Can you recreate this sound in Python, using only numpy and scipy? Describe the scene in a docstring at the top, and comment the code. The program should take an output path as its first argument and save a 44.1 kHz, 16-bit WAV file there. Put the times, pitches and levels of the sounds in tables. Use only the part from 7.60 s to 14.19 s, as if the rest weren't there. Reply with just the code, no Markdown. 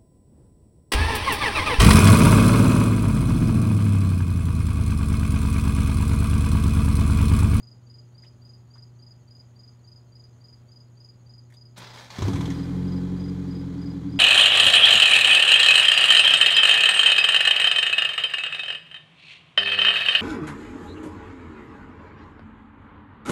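"""A quiet street at night: electrical equipment hums over distant traffic, far insects trill and a nearby
cricket chirps with its wings. A few faint clicks and a thin whistle come in. After four seconds a parked
four-cylinder car is started: the starter snaps in and labours over two compressions, the engine catches
with hard firings and metal knocks, flares, then sinks to a loping idle that booms in the exhaust pipe."""
import sys
import numpy as np
from scipy import signal
from scipy.fft import rfft, irfft, next_fast_len
from scipy.io import wavfile
from scipy.ndimage import map_coordinates

SR = 44100
rng = np.random.default_rng(int(sys.argv[2]) if len(sys.argv) > 2 else 0)


def int16_out(signal):
    """Quantize to a 16-bit WAV file."""
    q = np.round(np.clip(np.atleast_2d(signal).T, -1, 1) * 32767)
    wavfile.write(sys.argv[1], SR, q.astype(np.int16))


N = 290619

# spectrum of the bright edge on ticks, knocks and rattles: f/Hz, level/dB
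SIZZLE = [(4000, -10.5), (8000, -7.5), (12000, -13.5), (16000, -23.5)]


def amp(db):
    """Decibels to gain."""
    return 10 ** (np.asarray(db) / 20)


def unit(x):
    """x at rms 1."""
    return x / np.sqrt(np.mean(x ** 2) + 1e-20)


def clock():
    """Time of every sample."""
    return np.arange(N) / SR


def since(s):
    """Seconds gone by after time s, 0 before it."""
    return np.maximum(clock() - s, 0)


def curve(points):
    """An envelope through (time, value) points."""
    return np.interp(clock(), *np.transpose(points))


def fade(start, end):
    """A ramp from 0 to 1 between two times."""
    return np.clip((clock() - start) / max(end - start, 1 / SR), 0, 1)


def wobble(rate):
    """A smooth random curve, rate knots a second."""
    knots = rng.standard_normal(int(N * rate / SR) + 4)
    steps = np.arange(10 * len(knots)) / 10
    return np.interp(clock() * rate, steps, map_coordinates(knots, [steps]))


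def filtered(x, response):
    """x through a complex frequency response."""
    size = next_fast_len(len(x) + SR // 2)
    return irfft(rfft(x, size) * response(np.fft.rfftfreq(size, 1 / SR)), size)[:len(x)]


def resonate(x, modes):
    """x through resonances of alternating polarity: f/Hz, width/Hz, level/dB."""
    return filtered(x, lambda f: sum(
        (-1) ** k * amp(db) * 1j * f * width / (hz * hz - f * f + 1j * f * width)
        for k, (hz, width, db) in enumerate(modes)))


def noise(spectrum):
    """Noise of rms 1, coloured by a spectrum: f/Hz, level/dB."""
    hz, db = np.transpose(spectrum)
    white = rng.standard_normal(N)
    return unit(filtered(white, lambda f: amp(np.interp(np.log(f + 1), np.log(hz), db))))


def band(hz, width, size=N):
    """Narrow noise of rms 1."""
    white = rng.standard_normal(size)
    return unit(filtered(white, lambda f: 1 / (1 + (2 * (f - hz) / width) ** 2) ** 2))


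def add(track, s, sound):
    """Mix a sound into the track at time s."""
    i = round(s * SR)
    part = sound[max(-i, 0):max(N - i, 0)]
    track[max(i, 0):][:len(part)] += part


def mains_hum(hum_hz):
    """Electrical equipment gives a wavering hum with a thin buzz on top."""
    # hum partials: harmonic, level/dB
    partials = [(1, -51), (2, -69), (3, -73.5), (5, -79.5), (7, -83), (8, -84.5), (10, -88.5), (12, -90)]
    # steady tones above the hum: f/Hz, level/dB
    buzz_tones = [(1007, -88), (1125, -86), (1303, -84.5), (1421, -91.5), (1836, -92.5), (1954, -88.5),
                  (3138, -88.5)]
    phase = 2 * np.pi * clock()
    hum = sum(amp(db + wobble(5.01)) * np.sin(k * hum_hz * phase + 0.065 * wobble(6.8))
              for k, db in partials)
    buzz = amp(-2.5 + wobble(3)) * sum(amp(db) * np.sin(hz * phase) for hz, db in buzz_tones)
    return np.sqrt(2) * amp(0.5) * (hum + buzz)


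def traffic():
    """Distant traffic lays a low, gently heaving bed."""
    # spectrum of the murmur: f/Hz, level/dB
    murmur = [(20, -40.5), (35, -5), (50, -6.5), (100, 3.5), (170, -3), (260, -8.5), (400, -12.5),
              (900, -20.5), (2000, -28.5), (2600, -31), (3200, -31), (3900, -34.5), (8000, -40),
              (15000, -47.5)]
    return amp(-58 + 0.95 * wobble(3.03)) * noise(murmur)


def far_insects():
    """A distant chorus trills, each at its own pace; another insect gives single ticks."""
    # trilling voices: f/Hz, width/Hz, pulse rate/Hz, level/dB
    voices = [(6840, 700, 54, -81), (6620, 900, 8.1, -81), (6310, 440, 4.5, -86), (4390, 830, 15, -84.5)]
    # the lone insect's ticks: t/s, level/dB
    tick_cues = [(.675, -58.5), (1.226, -59), (1.799, -59), (2.556, -63), (3.443, -59)]
    chorus, ticks = np.zeros((2, N))
    for hz, width, rate, db in voices:
        trill = 1 + .85 * np.sin(2 * np.pi * rate * clock() + wobble(5))
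        chorus += amp(db) * band(hz, width) * trill
    for s, db in tick_cues:
        add(ticks, s - .01, amp(db) * np.hanning(int(0.034 * SR)))
    return chorus + ticks * (amp(1) * band(4970, 600) + amp(-20) * noise(SIZZLE))


def cricket(second_db, third_db):
    """Each wing stroke is a nearly pure tone that sags as the wings slow down."""
    # each chirp's first loud stroke, spaced wider once the engine fires: t/s
    chirps = [.028, .298, .579, .849, 1.137, 1.422, 1.708, 1.991, 2.274, 2.553, 2.841, 3.117, 3.402, 3.694,
              3.968, 4.26, 4.6, 4.943, 5.277, 5.596, 5.908, 6.215, 6.522]
    # wing strokes of a chirp: delay/s, length/s, f/Hz, share of pitch lost, rise/s, level/dB
    strokes = [(-.035, 0.02, 4720, 0.0045, .012, -56.5), (0, 0.0195, 4932, .08, 0.0022, -51.6),
               (0.042, 0.021, 4932, .08, .0025, -51.3), (0.085, 0.0205, 4932, 0.085, 0.0027, -51.3)]
    out = np.zeros(N)
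    for s in chirps:
        for delay, length, hz, drop, rise, db in strokes:
            pitch, size, stretch = rng.standard_normal(3)
            t = np.arange(int(length * (1 + 0.065 * stretch) * SR)) / SR
            progress = t / t[-1]
            sag = drop * np.clip(2.4 * progress - 1.4, 0, 1) ** 1.5
            phase = 2 * np.pi * np.cumsum(hz * (1 + .002 * pitch) * (1 - sag)) / SR
            swell = np.minimum(t / rise, 1) * (1 - 0.2 * progress) * (1 - progress ** 7)
            tone = np.sin(phase) + amp(second_db) * np.sin(2 * phase) + amp(third_db) * np.sin(3 * phase)
            add(out, s + delay, amp(db + .5 * size) * swell * tone)
    return amp(1) * out * (1 + 0.068 * wobble(1100))  # uneven file teeth roughen the tone


def street(x, t60, tail_db):
    """House fronts and trees add a thin diffuse tail."""
    t = np.arange(SR // 2) / SR
    tail = rng.standard_normal(len(t)) * amp(-60 * t / t60) * (t > .004)
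    return x + amp(tail_db) * signal.fftconvolve(x, tail / np.linalg.norm(tail))[:N]


def impacts(cues, t60, ring_db, crack_db):
    """Each blow is a broad crack with a short ring of its own and a bright edge."""
    # spectrum of the crack: f/Hz, level/dB
    clank = [(350, -36), (600, -6), (1010, 7), (1670, -29), (2160, -1), (2680, -9.5), (3550, -0.5),
             (4230, -12), (6080, -6.5), (15000, -42)]
    rings, cracks, edges = np.zeros((3, N))
    t = np.arange(SR // 4) / SR
    for s, db, hz, bright_db in cues:
        decay = amp(db - 60 * t / t60) * (1 - np.exp(-t / 0.00064))
        add(cracks, s, decay)
        add(edges, s, amp(bright_db) * decay)
        add(rings, s, decay * band(hz, width=1100, size=len(t)))
    return amp(ring_db) * rings + amp(crack_db) * cracks * noise(clank) + amp(-6) * edges * noise(SIZZLE)


def clicks():
    """Faint clicks and scuffs come before the start."""
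    # light taps: t/s, level/dB, ring f/Hz, brightness/dB
    taps = [(.633, -52.5, 2020, -24), (.646, -53.5, 3020, -20), (1.155, -52.5, 1123, -28),
            (1.17, -59, 1708, -31), (3.901, -56.5, 1900, -5), (3.922, -54.5, 1870, -7),
            (3.939, -55, 3640, -3)]
    return impacts(taps, t60=0.094, ring_db=-6, crack_db=-11.5)


def whistle(start_s, final_hz, drop_hz, glide_s):
    """A thin electrical whistle glides down to its pitch and slowly fades."""
    age = since(start_s)
    hz = final_hz + drop_hz * np.exp(-age / glide_s)
    return (age > 0) * amp(-93 - age) * np.sin(2 * np.pi * np.cumsum(hz) / SR)


def starter(engage_s, release_s):
    """The pinion snaps in and jolts the mounts; its rough whine sags at each piston's compression."""
    # compressions that slow the starter: top of stroke t/s, share of speed lost, dip/dB
    compressions = [(4.333, .1, 4.5), (4.497, .28, 8.5)]
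    # gear whine partials: multiple of the mesh rate, level/dB
    partials = [(1, -2), (2, -2), (2.6, -6), (3, -7.5), (4, -4.5)]
    # spectrum of the grinding: f/Hz, level/dB
    cranking = [(120, -20), (180, 1), (300, -5), (550, -0.5), (1000, -1.5), (1400, -2.5), (2300, -6.5),
                (2900, -12.5), (3400, -5), (4200, -5.5), (6500, -12.5), (10000, -29), (15000, -31.5)]
    free_mesh_hz, run_up_s = 1103, .03
    squeeze_s, let_go_s = .115, .016
    running, coasting = since(engage_s), since(release_s)
    # louder as the engine picks up; once released it falls in pitch and dies away
    mesh_hz = np.maximum(free_mesh_hz * (1 - np.exp(-running / run_up_s)) - 2400 * coasting, 0)
    inrush_db = 5.5 * np.exp(-running / 0.024)  # the motor takes up the load
    db = -45.5 + 4.5 * running + inrush_db - 420 * coasting
    for s, sag, dip_db in compressions:
        squeeze = fade(s - squeeze_s, s) * (1 - fade(s, s + let_go_s))
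        mesh_hz *= 1 - sag * squeeze
        db -= dip_db * squeeze ** 2
    phase = 2 * np.pi * np.cumsum(mesh_hz * (1 + .045 * wobble(500))) / SR
    whine = unit(sum(amp(level + 5.2 * wobble(60)) * np.sin(k * phase) for k, level in partials))
    grind = amp(-2.5) * noise(cranking) * amp(2.2 * wobble(300)) + amp(-8.5) * block()
    # the teeth scrape brightly once the first compression is passed
    scrape = amp(-19) * noise(SIZZLE) * (clock() > compressions[0][0])
    motor = fade(engage_s, engage_s + 0.02) * amp(db) * (amp(-12) * whine + grind + scrape)
    snap = amp(-49.5 - 60 * since(4.185) / 0.1) * noise(SIZZLE)
    jolt = amp(-47.5 - 60 * since(4.184) / 0.51) * np.sin(2 * np.pi * 180 * clock())
    return motor + fade(4.172, 4.18) * (snap + jolt)


def block():
    """Dense rattling rings the engine block; rms 1."""
    # block and bonnet modes: f/Hz, width/Hz, level/dB
    modes = [(866.6, 16, -1), (1006, 13, 1), (1532, 6.4, -1), (1732, 14, -5), (2182, 12, -11),
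             (2430, 7.8, -6), (3243, 120, -12), (3446, 11, -4.5), (3960, 230, -14)]
    return unit(resonate(rng.standard_normal(N), modes))


def knocks():
    """Metal knocks in the starter drive and the catching engine."""
    # hard blows: t/s, level/dB, ring f/Hz, brightness/dB
    blows = [(4.175, -40, 1210, -26), (4.5028, -34.5, 4400, -25), (4.584, -30.5, 996, -18.5),
             (4.6204, -24.5, 1130, -27), (4.6804, -28.5, 955, -29), (4.7324, -30, 1080, -21),
             (4.7576, -31, 2240, -24), (4.8075, -30, 1040, -32), (4.8557, -31.5, 3400, -24),
             (4.902, -30, 1930, -18), (4.916, -43, 1180, -20)]
    return impacts(blows, t60=0.085, ring_db=-9.5, crack_db=-7.5)


def engine_bay(stroke, flare, fire_s):
    """Valves and belts clatter in step with the firings, hardest in the flare, then ever quieter."""
    # spectrum of the clatter: f/Hz, level/dB
    rattle = [(350, -30), (600, -4.5), (829, 2), (936, -5), (1030, 0.5), (1210, -2.5), (1830, -8.5),
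              (2040, -6), (2680, -16), (3230, -12), (4460, -13), (4840, -15), (5320, -17.5), (6960, -19.5),
              (15000, -43.5)]
    clatter = noise(rattle) * amp(0.36 * stroke + 1.23 * wobble(220)) + amp(-6) * block()
    sizzle = noise(SIZZLE) * amp(1.4 * wobble(400))
    settle = amp(-2.5 * since(fire_s)) * (clock() > fire_s)
    return settle * (amp(-51.5 + 7 * flare) * clatter + amp(-72 + 15 * flare) * sizzle)


def catch():
    """The first firings thump the silencer and bark out of the pipe."""
    # first firings: t/s, boom level/dB, bark level/dB
    first_firings = [(4.585, -24.5, -21), (4.621, -15.5, -22.5), (4.653, -18, -22.5), (4.68, -23, -18.5),
                     (4.742, -24.5, -35)]
    # silencer modes: f/Hz, level/dB, t60/s
    modes = [(100.7, 1.5, 0.24), (135, -4.5, 0.15), (72, -25, .15), (359.5, -27, 0.11)]
    t = np.arange(SR // 3) / SR
    boom = sum(amp(db - 60 * t / t60) * np.sin(2 * np.pi * hz * t) for hz, db, t60 in modes)
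    boom *= 1 - np.exp(-t / 0.0052)
    thumps, puffs = np.zeros((2, N))
    for s, boom_db, bark_db in first_firings:
        add(thumps, s, amp(boom_db) * boom)
        add(puffs, s, amp(bark_db - 60 * t / 0.076) * (1 - np.exp(-t / 0.00049)))
    bark = noise([(60, -6), (200, 3), (380, 1.5), (600, -17), (1100, -23), (2500, -46)])
    return thumps + amp(-3) * puffs * bark


def exhaust_rasp(firings, stroke):
    """One pulse per firing rings the pipe, unequal and a little uneven, over a pulsing rush of gas."""
    # cylinder strengths in firing order: level/dB
    cylinders = [10, 1.5, 4.1, 7.4]
    # exhaust pipe modes: f/Hz, width/Hz, level/dB
    modes = [(112, 16, -30), (173.4, 57, -6), (279.5, 40.2, 1.5), (364.2, 22, -6), (437.4, 16.7, -11),
             (516, 51, -19)]
    onsets = np.flatnonzero(np.diff(np.floor(firings)) > 0)
    size, timing = rng.standard_normal((len(onsets), 2)).T
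    jittered = np.clip(onsets + (.00018 * SR * timing).astype(int), 0, N - 1)
    pulses = np.zeros(N)
    pulses[jittered] = amp(np.resize(cylinders, len(onsets)) + 1.5 * size)
    pipe = resonate(pulses, modes)
    pipe /= np.std(pipe[onsets[0]:])
    gas = noise([(40, -28), (100, 10), (300, -7.5), (440, 3.5), (600, -14.5), (1200, -49)])
    return amp(2.5) * pipe + amp(-3) * gas * (1 + 0.37 * stroke) * fade(4.62, 4.7)


def exhaust_throb(firings, lag):
    """Once per four firings the main pipe resonances swell and fade, never quite alike."""
    # swelling resonances: f/Hz, level/dB
    modes = [(277, -1.5), (187.4, -5.5)]
    out, t = np.zeros(N), np.arange(int(.088 * SR)) / SR
    swell = np.sin(np.pi * t / t[-1])
    cycles = np.floor((firings - lag) / 4)
    for s in np.flatnonzero(np.diff(cycles) > 0) / SR:
        for hz, db in modes:
            size, pitch = rng.standard_normal(2)
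            ring = np.sin(2 * np.pi * hz * (1 + .009 * pitch) * t)
            add(out, s, amp(db + 0.29 * size) * swell * ring)
    return 2 * out * (1 + 0.16 * wobble(70))


def exhaust_drone(firings, slowing_hz):
    """The lowest orders slide on or off the pipe's resonances as the engine slows."""
    # orders: multiple of the firing rate, level at fast idle/dB, gain with slowing/(dB per Hz)
    orders = [(1, -16.5, -0.2), (2, -9, -.1), (3, -9, 0.5), (4, -1.5, -0.52), (6, -17, -2), (7, -24.5, 3.5)]
    drone = np.zeros(N)
    for k, db, db_per_hz in orders:
        smear = 0.696 * k * k  # the silencer delays the higher orders
        gain = amp(db + db_per_hz * slowing_hz + 0.2 * wobble(22))
        drone += gain * np.sin(2 * np.pi * k * firings - smear)
    return np.sqrt(2) * drone * fade(4.69, 4.75)


def engine(fire_s, fast_idle_hz):
    """The firing rate drives exhaust and engine bay; rasp and lope come forward as it slows."""
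    # engine speed, rising after the catch, then sinking towards idle: t/s, firing rate/Hz
    speed = [(4.7, 38.34), (4.878, 41.24), (5.01, 41.63), (5.194, 45.04), (5.7, 44.98), (5.752, 45.24),
             (6.242, 42.69), (6.326, 41.98), (6.59, 39.73)]
    # engine load, heard as the exhaust's loudness: t/s, level/dB
    load = [(4.75, -26.5), (5.048, -29.5), (5.176, -25.5), (6.45, -33.5)]
    attack_s, hold_s, release_s = 0.13, 0.16, 0.26  # the flare of rattling as it fires
    flare = fade(fire_s, fire_s + attack_s) * np.exp(-since(fire_s + attack_s + hold_s) / release_s)
    firing_hz = curve(speed)
    slowing_hz = fast_idle_hz - firing_hz
    firings = np.cumsum(firing_hz * (clock() > 4.655)) / SR
    stroke = np.cos(2 * np.pi * firings)
    rasp = amp(-13 + .5 * slowing_hz) * exhaust_rasp(firings, stroke)
    lope = amp(-35.5 + 0.81 * slowing_hz + 2 * flare) * exhaust_throb(firings, lag=0.45)
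    exhaust = amp(curve(load)) * (exhaust_drone(firings, slowing_hz) + rasp) + lope
    return exhaust + engine_bay(stroke, flare, fire_s)


def scene():
    """The night ambience, then the car starting in it."""
    night = mains_hum(hum_hz=120) + traffic() + far_insects()
    night += street(cricket(second_db=-33, third_db=-36), t60=0.22, tail_db=-7)
    night += clicks() + whistle(start_s=.78, final_hz=12620, drop_hz=900, glide_s=.17)
    car = starter(engage_s=4.16, release_s=4.68) + knocks()
    car += catch() + engine(fire_s=4.556, fast_idle_hz=45)
    return (night + car)[None]


def record(dry):
    """Roll off the deepest bass and cut the very top."""
    low_hz, top_hz = 36, 15750
    extended = np.pad(dry[0], (0, SR // 10), "reflect", reflect_type="odd")
    return filtered(extended, lambda hz: (hz < top_hz) * (1 - np.exp(-(hz / low_hz) ** 6)))[None, :N]


dry = scene()
out = record(dry)
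int16_out(out)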